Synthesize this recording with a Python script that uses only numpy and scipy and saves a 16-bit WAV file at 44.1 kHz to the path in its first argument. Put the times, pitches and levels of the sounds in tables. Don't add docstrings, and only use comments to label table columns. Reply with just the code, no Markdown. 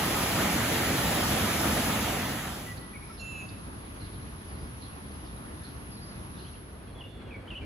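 import sys
import numpy as np
from scipy import signal
from scipy.fft import rfft, irfft
from scipy.io import wavfile
from scipy.ndimage import uniform_filter1d

SR = 44100
rng = np.random.default_rng(int(sys.argv[2]) if len(sys.argv) > 2 else 0)


def unload_wav(signal):
    wavfile.write(
        sys.argv[1],
        SR,
        np.round(np.clip(np.atleast_2d(signal).T, -1, 1) * 32767).astype(np.int16),
    )


N = 337365
TIME = np.arange(N) / SR


def gain_of(db):
    return 10 ** (np.asarray(db) / 20)


def evened(x):
    return x / np.sqrt(np.mean(abs(x) ** 2) + 1e-20)


def read(rows, hz):
    f, *columns = np.transpose(rows)
    return [np.interp(np.log(hz + 1), np.log(f + 1), c) for c in columns]


def add(mix, s, sound):
    part = mix[:, round(s * SR):][:, :sound.shape[1]]
    part += sound[:, :part.shape[1]]


def panned(x, pan_db):
    return x * gain_of(np.array([[.5], [-.5]]) * pan_db)


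def fade(start, end):
    return np.clip((TIME - start) / (end - start), 0, 1)


def progress(length):
    return np.linspace(0, 1, int(length * SR))


def smooth_chance(shape, size):
    field = rng.standard_normal(shape)
    field = uniform_filter1d(field, size[0], 0)
    return evened(uniform_filter1d(field, size[1], 1))


# f/Hz, lead of the right port/turns
TREBLE_LEAD = [(6200, 0), (8550, .5), (11000, 1), (13400, 1.5), (15700, 2)]


def wash(colour, image, patchy_db, flicker_db, size=2048):
    hz = np.fft.rfftfreq(size, 1 / SR)
    shape = (4 * N // size + 5, len(hz))
    a, b, c, d = rng.standard_normal((4, *shape))
    in_phase, quadrature, pan_db = read(image, hz)
    treble = np.clip((hz - 6600) / 1500, 0, 1)
    one_wave = np.exp(2j * np.pi * np.interp(hz, *np.transpose(TREBLE_LEAD)))
    likeness = (1 - treble) * (in_phase + 1j * quadrature) + treble * one_wave
    likeness /= np.maximum(abs(likeness), 1)
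    left = a + 1j * b
    unlike = np.sqrt(np.maximum(1 - abs(likeness) ** 2, 0))
    right = likeness * left + unlike * (c + 1j * d)
    patches = patchy_db * smooth_chance(shape, size=(6, 24))
    flicker = flicker_db * smooth_chance(shape, size=(3, 300))
    lean = gain_of((1 - treble) * pan_db / 2)
    frames = np.array([left * lean, right / lean]) * gain_of(colour(hz) + patches + flicker)
    noise = signal.istft(frames.swapaxes(1, 2), nperseg=size, noverlap=size - size // 4)[1]
    return evened(noise[:, :N])


def place(spectrum, image, level_db, patchy_db, flicker_db, resonances=()):
    def colour(hz):
        lifts = sum(db / (1 + ((hz - f) / width) ** 2) for f, width, db in resonances)
        return read(spectrum, hz)[0] + lifts
    return gain_of(level_db) * wash(colour, image, patchy_db, flicker_db)


def insects(bands, image):
    def colour(hz):
        power = sum(gain_of(db) ** 2 / width * np.exp(-.5 * ((hz - f) / width) ** 2)
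                    for f, width, db in bands)
        return 10 * np.log10(power / power.max() + 1e-12)
    total_gain = np.linalg.norm(gain_of([db for _, _, db in bands]))
    return total_gain * wash(colour, image, patchy_db=.6, flicker_db=.5)


def bubbles(level_db, per_s, low_hz, high_hz, cycles, spread_db, count=28):
    out = np.zeros((2, N))
    for hz in np.geomspace(low_hz, high_hz, count):
        age = np.arange(int(cycles * SR / hz)) * hz / SR / cycles
        ring = np.sin(2 * np.pi * cycles * age * (1 + 0.097 * age)) * np.exp(-5 * age)
        loudness = gain_of(spread_db * np.minimum(rng.exponential(1, N), 5))
        strikes = loudness * (rng.random(N) < per_s / count / SR)
        out += panned(signal.oaconvolve(strikes, ring)[:N], rng.uniform(-6, 20))
    return gain_of(level_db) * evened(out)


def banks(x, wet_db, t60, echo_s, echo_db):
    t = np.arange(SR) / SR
    scatter = rng.standard_normal((2, SR)) * (rng.random((2, SR)) < 2000 / SR)
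    taps = scatter * gain_of(-60 * t / t60) * (t > .008)
    taps *= gain_of(wet_db) / np.linalg.norm(taps, axis=1, keepdims=True)
    taps[:, round(echo_s * SR)] += gain_of(echo_db)
    return x + signal.fftconvolve(x, taps, axes=1)[:, :N]


BUZZ_HZ, BUZZ_LEAD = 213, .05


def whistle(hz, buzz, waver, overtone_db, edge):
    t = np.arange(len(hz)) / SR
    wobble = smooth_chance((SR // 2, 1), size=(150, 1))[:len(t), 0]
    turns = np.cumsum(hz * (1 + waver * wobble)) / SR
    phase = 2 * np.pi * turns + buzz * np.sin(2 * np.pi * BUZZ_HZ * t)
    tone = np.sin(phase) + gain_of(overtone_db) * np.sin(2 * phase)
    tone *= 1 + buzz * np.sin(2 * np.pi * (BUZZ_HZ * t + BUZZ_LEAD))
    return evened(tone * signal.windows.tukey(len(t), np.clip(edge, 0, 1)))


def trembling(tone, depth_db):
    wander = smooth_chance((SR // 2, 1), size=(400, 1))[:len(tone), 0]
    return evened(tone * gain_of(depth_db * wander))


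def chirp(shape, buzz, waver):
    at, pitch, db = np.transpose(shape)
    t = np.arange(0, at[-1], 1 / SR)
    tone = whistle(np.interp(t, at, pitch), buzz, waver, overtone_db=-46, edge=.08)
    return evened(tone * gain_of(np.interp(t, at, db)))


def rasps(calls, centre_hz, width_hz, pan_db, rise):
    out, hz = np.zeros((2, N)), np.fft.rfftfreq(SR // 2, 1 / SR)
    resonance = 1 / (1 + .5 * ((hz - centre_hz) / width_hz) ** 2) ** 1.5
    for s, length, db in calls:
        swell = np.interp(progress(length), [0, np.clip(rise, .05, .9), 1], [0, 1, 0])
        rasp = irfft(rfft(rng.standard_normal((2, SR // 2))) * resonance)
        rasp = (rasp + 0.12 * rasp[::-1])[:, :len(swell)]
        add(out, s, panned(gain_of(db) * evened(rasp * swell), pan_db))
    return out


# f/Hz, relative level/dB per Hz
WEIR_COLOUR = [(25, -46), (55, -1), (95, -1), (230, -0.5), (440, -9.5), (750, -7), (1050, -12), (2200, -13),
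               (3400, -15), (4300, -19.5), (5900, -20.5), (8300, -20.5), (14500, -20), (15700, -36)]
# f/Hz, left-right likeness in phase, likeness in quadrature, left minus right/dB
WEIR_IMAGE = [(80, 0.97, 0.23, 0), (324, 0.97, 0.25, 0.3), (482, 0.61, 0.65, 0), (666, 0.51, 0.2, -6.5),
              (1230, 0.7, 0.096, -1), (2320, 0.42, 0.015, -0.5), (2540, -0.11, -0.18, 0),
              (3550, 0.24, 0.12, -0.5), (4500, -0.18, 0.062, -3), (5300, -0.51, 0.48, -3),
              (6130, 0.31, 0.32, -1)]
# f/Hz, half width/Hz, lift/dB
WEIR_HOLLOW = [(670, 54, -1), (1268, 100, 4), (1840, 27, 3.5)]


def weir():
    roar = place(WEIR_COLOUR, WEIR_IMAGE, level_db=-26.5, patchy_db=1.27, flicker_db=0.52,
                 resonances=WEIR_HOLLOW)
    return roar + bubbles(level_db=-44.5, per_s=1500, low_hz=593, high_hz=5950, cycles=8.3, spread_db=3.0)


# f/Hz, relative level/dB per Hz
POND_COLOUR = [(25, -44), (50, 6.5), (100, -0.5), (270, -6.5), (520, -15.5), (1100, -15.5), (2000, -22),
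               (2700, -25.5), (4600, -30), (6300, -35), (7800, -49.5), (12500, -66), (13800, -43),
               (15000, -85)]
# f/Hz, left-right likeness in phase, likeness in quadrature, left minus right/dB
POND_IMAGE = [(80, 0.97, 0.22, 0.7), (298, 0.79, 0.26, -0.24), (530, 0.086, -0.17, -1.4),
              (780, -0.2, -0.45, -0.48), (1400, -0.27, -0.4, 0.35), (2340, -0.51, 0.13, -0.75),
              (2950, -0.023, 0.061, 0.24), (4000, -0.026, 0.21, -0.22), (4870, -0.19, 0.14, -0.63),
              (6500, 0.04, -0.08, -0.43)]
# f/Hz, spread/Hz, level/dB rms
POND_INSECTS = [(10720, 360, -55.5), (10150, 220, -62), (9000, 600, -72)]


def pond():
    air = place(POND_COLOUR, POND_IMAGE, level_db=-41.5, patchy_db=1., flicker_db=.5)
    return air + insects(POND_INSECTS, POND_IMAGE)


# f/Hz, relative level/dB per Hz
RIVER_COLOUR = [(25, -15), (55, 0.5), (120, -7.5), (220, -10), (450, -14), (750, -21), (1800, -27.5),
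                (4300, -38.5), (6000, -51), (7600, -55), (8500, -66), (9400, -64), (13800, -56),
                (15500, -68)]
# f/Hz, left-right likeness in phase, likeness in quadrature, left minus right/dB
RIVER_IMAGE = [(80, 0.98, 0.24, 0), (300, 0.87, -0.28, -1), (600, 0.26, -0.36, -2), (1200, 0.47, -0.2, 1.5),
               (1900, 0.2, 0.12, -0.5), (4500, 0.16, -0.05, -1), (6500, 0.46, 0.11, -7)]
# f/Hz, spread/Hz, level/dB rms
RIVER_INSECTS = [(10650, 520, -73), (10680, 45, -77), (8500, 270, -69)]


def river():
    air = place(RIVER_COLOUR, RIVER_IMAGE, level_db=-40.5, patchy_db=1.0, flicker_db=1.5)
    return air + insects(RIVER_INSECTS, RIVER_IMAGE)


# t/s into the phrase, f/Hz, relative level/dB
WARBLE = [(0, 5780, -6), (.012, 4950, -1), (.024, 4600, 1), (.04, 5250, -2), (.06, 4340, 1),
          (.085, 3950, 0), (.097, 4250, -7), (.112, 4900, 1), (.138, 4700, 2), (.152, 4950, -6),
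          (.175, 5120, -2), (.193, 4700, 1), (.203, 4420, -4), (.228, 4330, -5)]
# t/s, level/dB, lead of the right port/samples
WARBLES = [(4.479, -67, 1), (5.908, -58, 4)]


def far_twitter(wet_db):
    out = np.zeros((2, N))
    for s, db, lead in WARBLES:
        call = gain_of(db) * trembling(chirp(WARBLE, buzz=.15, waver=0.0144), depth_db=1.5)
        add(out, s, np.array([np.roll(call, round(lead)), call]))
    return banks(out, wet_db, t60=0.3, echo_s=.075, echo_db=-14)


# t/s, length/s, starting f/Hz, level/dB
THIN_WHISTLES = [(6.87, .045, 3320, -69), (6.947, 0.051, 3420, -60), (7.02, 0.195, 3480, -65),
                 (7.04, .11, 3680, -72), (7.22, .09, 3340, -67), (7.25, .055, 2830, -67),
                 (6.925, .015, 4220, -68), (7.11, .03, 4330, -74), (7.185, .045, 4220, -73)]
DROOP_HZ = 110


def far_whistler():
    out = np.zeros((2, N))
    for s, length, hz, db in THIN_WHISTLES:
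        drooping_hz = hz - DROOP_HZ * progress(length) ** 2
        tone = whistle(drooping_hz, buzz=.1, waver=.006, overtone_db=-40, edge=0.26)
        add(out, s, panned(gain_of(db) * tone, pan_db=-3.5))
    return banks(out, wet_db=0.5, t60=1.0, echo_s=0.029, echo_db=-20)


# t/s, length/s, level/dB
CHIPS = [(3.173, 0.047, -59), (3.995, .115, -61.5), (4.809, .085, -59.5), (5.627, 0.11, -61.5),
         (6.372, 0.15, -61.5)]
CHIP_HZ, CHIP_WIDTH_HZ = 4180, 580
# t/s, f/Hz, relative level/dB
FLICK = [(0, 4070, -4), (.008, 5204, -5), (.013, 4196, -2), (.021, 4130, 7), (.028, 4250, 0)]
FLICK_DELAY_S, FLICK_DB = .005, 3


def chipper():
    out = rasps(CHIPS, CHIP_HZ, CHIP_WIDTH_HZ, pan_db=-2, rise=0.14)
    for s, _, db in CHIPS:
        flick = gain_of(db + FLICK_DB) * chirp(FLICK, buzz=.2, waver=.02)
        add(out, s + FLICK_DELAY_S, panned(flick, pan_db=-3))
    return banks(out, wet_db=-3.0, t60=.65, echo_s=.033, echo_db=-8)


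# t/s, length/s, start f/Hz, end f/Hz, level/dB
SWEEPS = [(3.84, .012, 4200, 3350, -63), (3.855, .022, 4970, 3400, -68), (5.11, .018, 5300, 3600, -63),
          (5.14, .034, 4950, 4800, -69), (5.245, .023, 4950, 5200, -65), (5.265, .016, 5000, 3650, -61),
          (5.278, .016, 3750, 3600, -65), (5.369, .016, 4100, 3400, -64), (6.478, .025, 4300, 3300, -67),
          (6.481, .012, 6400, 5600, -68)]
# t/s, length/s, top f/Hz, level/dB
CHATTER = [(3.957, .018, 3350, -72), (4.074, .016, 3400, -65), (4.133, .018, 3680, -64),
           (4.156, .02, 3300, -66), (4.857, .018, 3250, -63), (6.347, .014, 3800, -63),
           (6.367, .018, 3800, -62), (6.395, .016, 2900, -61), (6.444, .017, 2950, -58),
           (6.462, .017, 3150, -59), (6.532, .017, 2950, -62), (6.551, .016, 3100, -63)]
CHATTER_ARCH_HZ = 600


def small_birds():
    out = np.zeros((2, N))
    for s, length, start_hz, end_hz, db in SWEEPS:
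        hz = start_hz + (end_hz - start_hz) * progress(length)
        tone = whistle(hz, buzz=.25, waver=.02, overtone_db=-40, edge=0.55)
        add(out, s, panned(gain_of(db) * tone, pan_db=-2))
    for s, length, top_hz, db in CHATTER:
        hz = top_hz - CHATTER_ARCH_HZ * (2 * progress(length) - 1) ** 2
        tone = whistle(hz, buzz=.4, waver=.05, overtone_db=-30, edge=0.54)
        add(out, s, panned(gain_of(db) * tone, pan_db=-3))
    return banks(out, wet_db=-3, t60=.3, echo_s=.012, echo_db=-7)


# t/s, length/s, level/dB
TICKS = [(2.767, .035, -56), (3.486, 0.028, -55.5), (4.128, 0.049, -65)]
TICK_HZ, TICK_WIDTH_HZ = 4300, 700
# t/s, length/s, level/dB
WHEEZE = (3.03, 0.22, -66)
WHEEZE_HZ, WHEEZE_WIDTH_HZ = 5200, 300


def tree_birds():
    return (rasps(TICKS, TICK_HZ, TICK_WIDTH_HZ, pan_db=-4, rise=.2)
            + rasps([WHEEZE], WHEEZE_HZ, WHEEZE_WIDTH_HZ, pan_db=-4, rise=0.45))


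# t/s, length/s, level/dB
HUSKY_NOTES = [(2.925, 0.085, -59), (3.005, 0.09, -60)]
HUSKY_HZ, HUSKY_WIDTH_HZ = 2340, 130
# t/s, length/s, starting f/Hz, level/dB, left minus right/dB, echo level/dB
WHISTLES = [(2.655, .082, 1990, -47.5, -2, -12), (2.927, .02, 1980, -57, 1, -20),
            (2.932, .03, 2410, -56, 2, -11), (2.945, 0.031, 2250, -50, 2, -11),
            (3.02, .02, 2220, -56, 3, -18), (3.093, 0.033, 1340, -51.5, 1, -10)]
WHISTLE_ECHO_S = .145
SAG_HZ_PER_S, SWELL_DB_PER_S = 570, 35
BUZZ_PER_S, TREMBLE_DB = 1, 2
# t/s, length/s, starting f/Hz, level/dB
UPPER_VOICES = [(3.195, 0.027, 5540, -61), (3.195, 0.028, 6850, -59), (3.25, 0.084, 6950, -60),
                (3.38, .05, 7000, -65), (3.225, .03, 6680, -62), (3.335, .05, 6680, -64),
                (3.39, .075, 6520, -67), (3.192, 0.032, 4120, -56), (3.24, .19, 4070, -65.5)]
UPPER_TREMBLE_DB = 0.5


def pond_whistler():
    out = rasps(HUSKY_NOTES, HUSKY_HZ, HUSKY_WIDTH_HZ, pan_db=-2.0, rise=.3)
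    for s, length, hz, db, pan_db, echo_db in WHISTLES:
        t = length * progress(length)
        tone = whistle(hz - SAG_HZ_PER_S * t, BUZZ_PER_S * t, waver=0.009, overtone_db=-35, edge=0.43)
        note = gain_of(db) * trembling(tone * gain_of(SWELL_DB_PER_S * t), TREMBLE_DB)
        add(out, s, panned(note, pan_db))
        add(out, s + WHISTLE_ECHO_S, panned(gain_of(echo_db) * note, pan_db))
    for s, length, hz, db in UPPER_VOICES:
        sagging_hz = hz - SAG_HZ_PER_S * length * progress(length)
        tone = whistle(sagging_hz, buzz=0.42, waver=0.007, overtone_db=-50, edge=0.27)
        add(out, s, panned(gain_of(db) * trembling(tone, UPPER_TREMBLE_DB), pan_db=-2))
    return out


# t/s, f/Hz, level/dB, buzz/0-1
LONG_NOTE = [(3.194, 2740, -54, .15), (3.212, 2727, -47, .1), (3.22, 2682, -44, 0.1),
             (3.315, 2680, -45.5, 0.1), (3.35, 2635, -44, 0.34), (3.39, 2620, -44, 0.24),
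             (3.415, 2570, -45, 0.4), (3.438, 2625, -45.5, .08), (3.468, 2630, -58, .08)]
LONG_NOTE_PAN_DB, LONG_NOTE_ECHO_S, LONG_NOTE_ECHO_DB = -4.5, .125, -15


def long_whistle():
    out, (at, *columns) = np.zeros((2, N)), np.transpose(LONG_NOTE)
    t = np.arange(at[0], at[-1], 1 / SR)
    hz, db, buzz = (np.interp(t, at, c) for c in columns)
    tone = whistle(hz, buzz, waver=0.0053, overtone_db=-31, edge=.03)
    note = panned(gain_of(db) * tone, LONG_NOTE_PAN_DB)
    add(out, at[0], note)
    add(out, at[0] + LONG_NOTE_ECHO_S, gain_of(LONG_NOTE_ECHO_DB) * note)
    return banks(out, wet_db=-9.5, t60=.8, echo_s=.028, echo_db=-21)


# t/s, length/s, start f/Hz, end f/Hz, level/dB, weakening from start to end/dB
SLURS = [(6.99, .017, 3290, 3270, -57, -3), (7.007, .019, 3200, 2700, -47.5, 5),
         (7.036, .05, 2890, 2760, -53, 13), (7.307, 0.027, 2650, 2250, -50.5, -2),
         (7.34, 0.029, 2370, 2190, -47, 6), (7.477, 0.021, 2960, 3290, -51, 7),
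         (7.504, .011, 3170, 2760, -41.5, 0), (7.516, .013, 2740, 2800, -44.5, 2),
         (7.533, .017, 2720, 2450, -50, 2), (7.553, 0.026, 2860, 3020, -42, 1),
         (7.577, 0.015, 2860, 2770, -44, 0), (7.612, .014, 2380, 2320, -54, 0),
         (7.631, .014, 2400, 2320, -54, 2)]
SETTLE_POWER = 1.54


def river_songbird():
    out = np.zeros((2, N))
    for s, length, start_hz, end_hz, db, fade_db in SLURS:
        along = progress(length)
        hz = end_hz + (start_hz - end_hz) * (1 - along) ** SETTLE_POWER
        tone = whistle(hz, buzz=.2, waver=0.012, overtone_db=-38, edge=.15)
        add(out, s, panned(gain_of(db) * evened(tone * gain_of(-fade_db * along)), pan_db=-.8))
    return out


# start t/s, end t/s
WEIR_TO_POND = (1.836, 2.85)
POND_TO_RIVER = (6.29, 7.27)


def scene():
    to_pond, to_river = fade(*WEIR_TO_POND), fade(*POND_TO_RIVER)
    beds = (1 - to_pond) * weir() + to_pond * (1 - to_river) * pond() + to_river * river()
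    return (beds + far_twitter(wet_db=-9) + far_whistler() + chipper() + small_birds() + long_whistle()
            + banks(pond_whistler() + tree_birds(), wet_db=-5.5, t60=0.87, echo_s=0.028, echo_db=-19)
            + banks(river_songbird(), wet_db=-6.0, t60=0.39, echo_s=0.037, echo_db=-20))


LOW_CUT_HZ, CUT_OFF_HZ = 39.5, 15850


def record(dry):
    low_cut = signal.butter(4, LOW_CUT_HZ, "highpass", fs=SR, output="sos")
    thinned = signal.sosfilt(low_cut, dry)
    band_limit = signal.firwin(511, CUT_OFF_HZ, window=("kaiser", 9), fs=SR)
    return signal.oaconvolve(thinned, band_limit[None], "same")


dry = scene()
out = record(dry)
unload_wav(out)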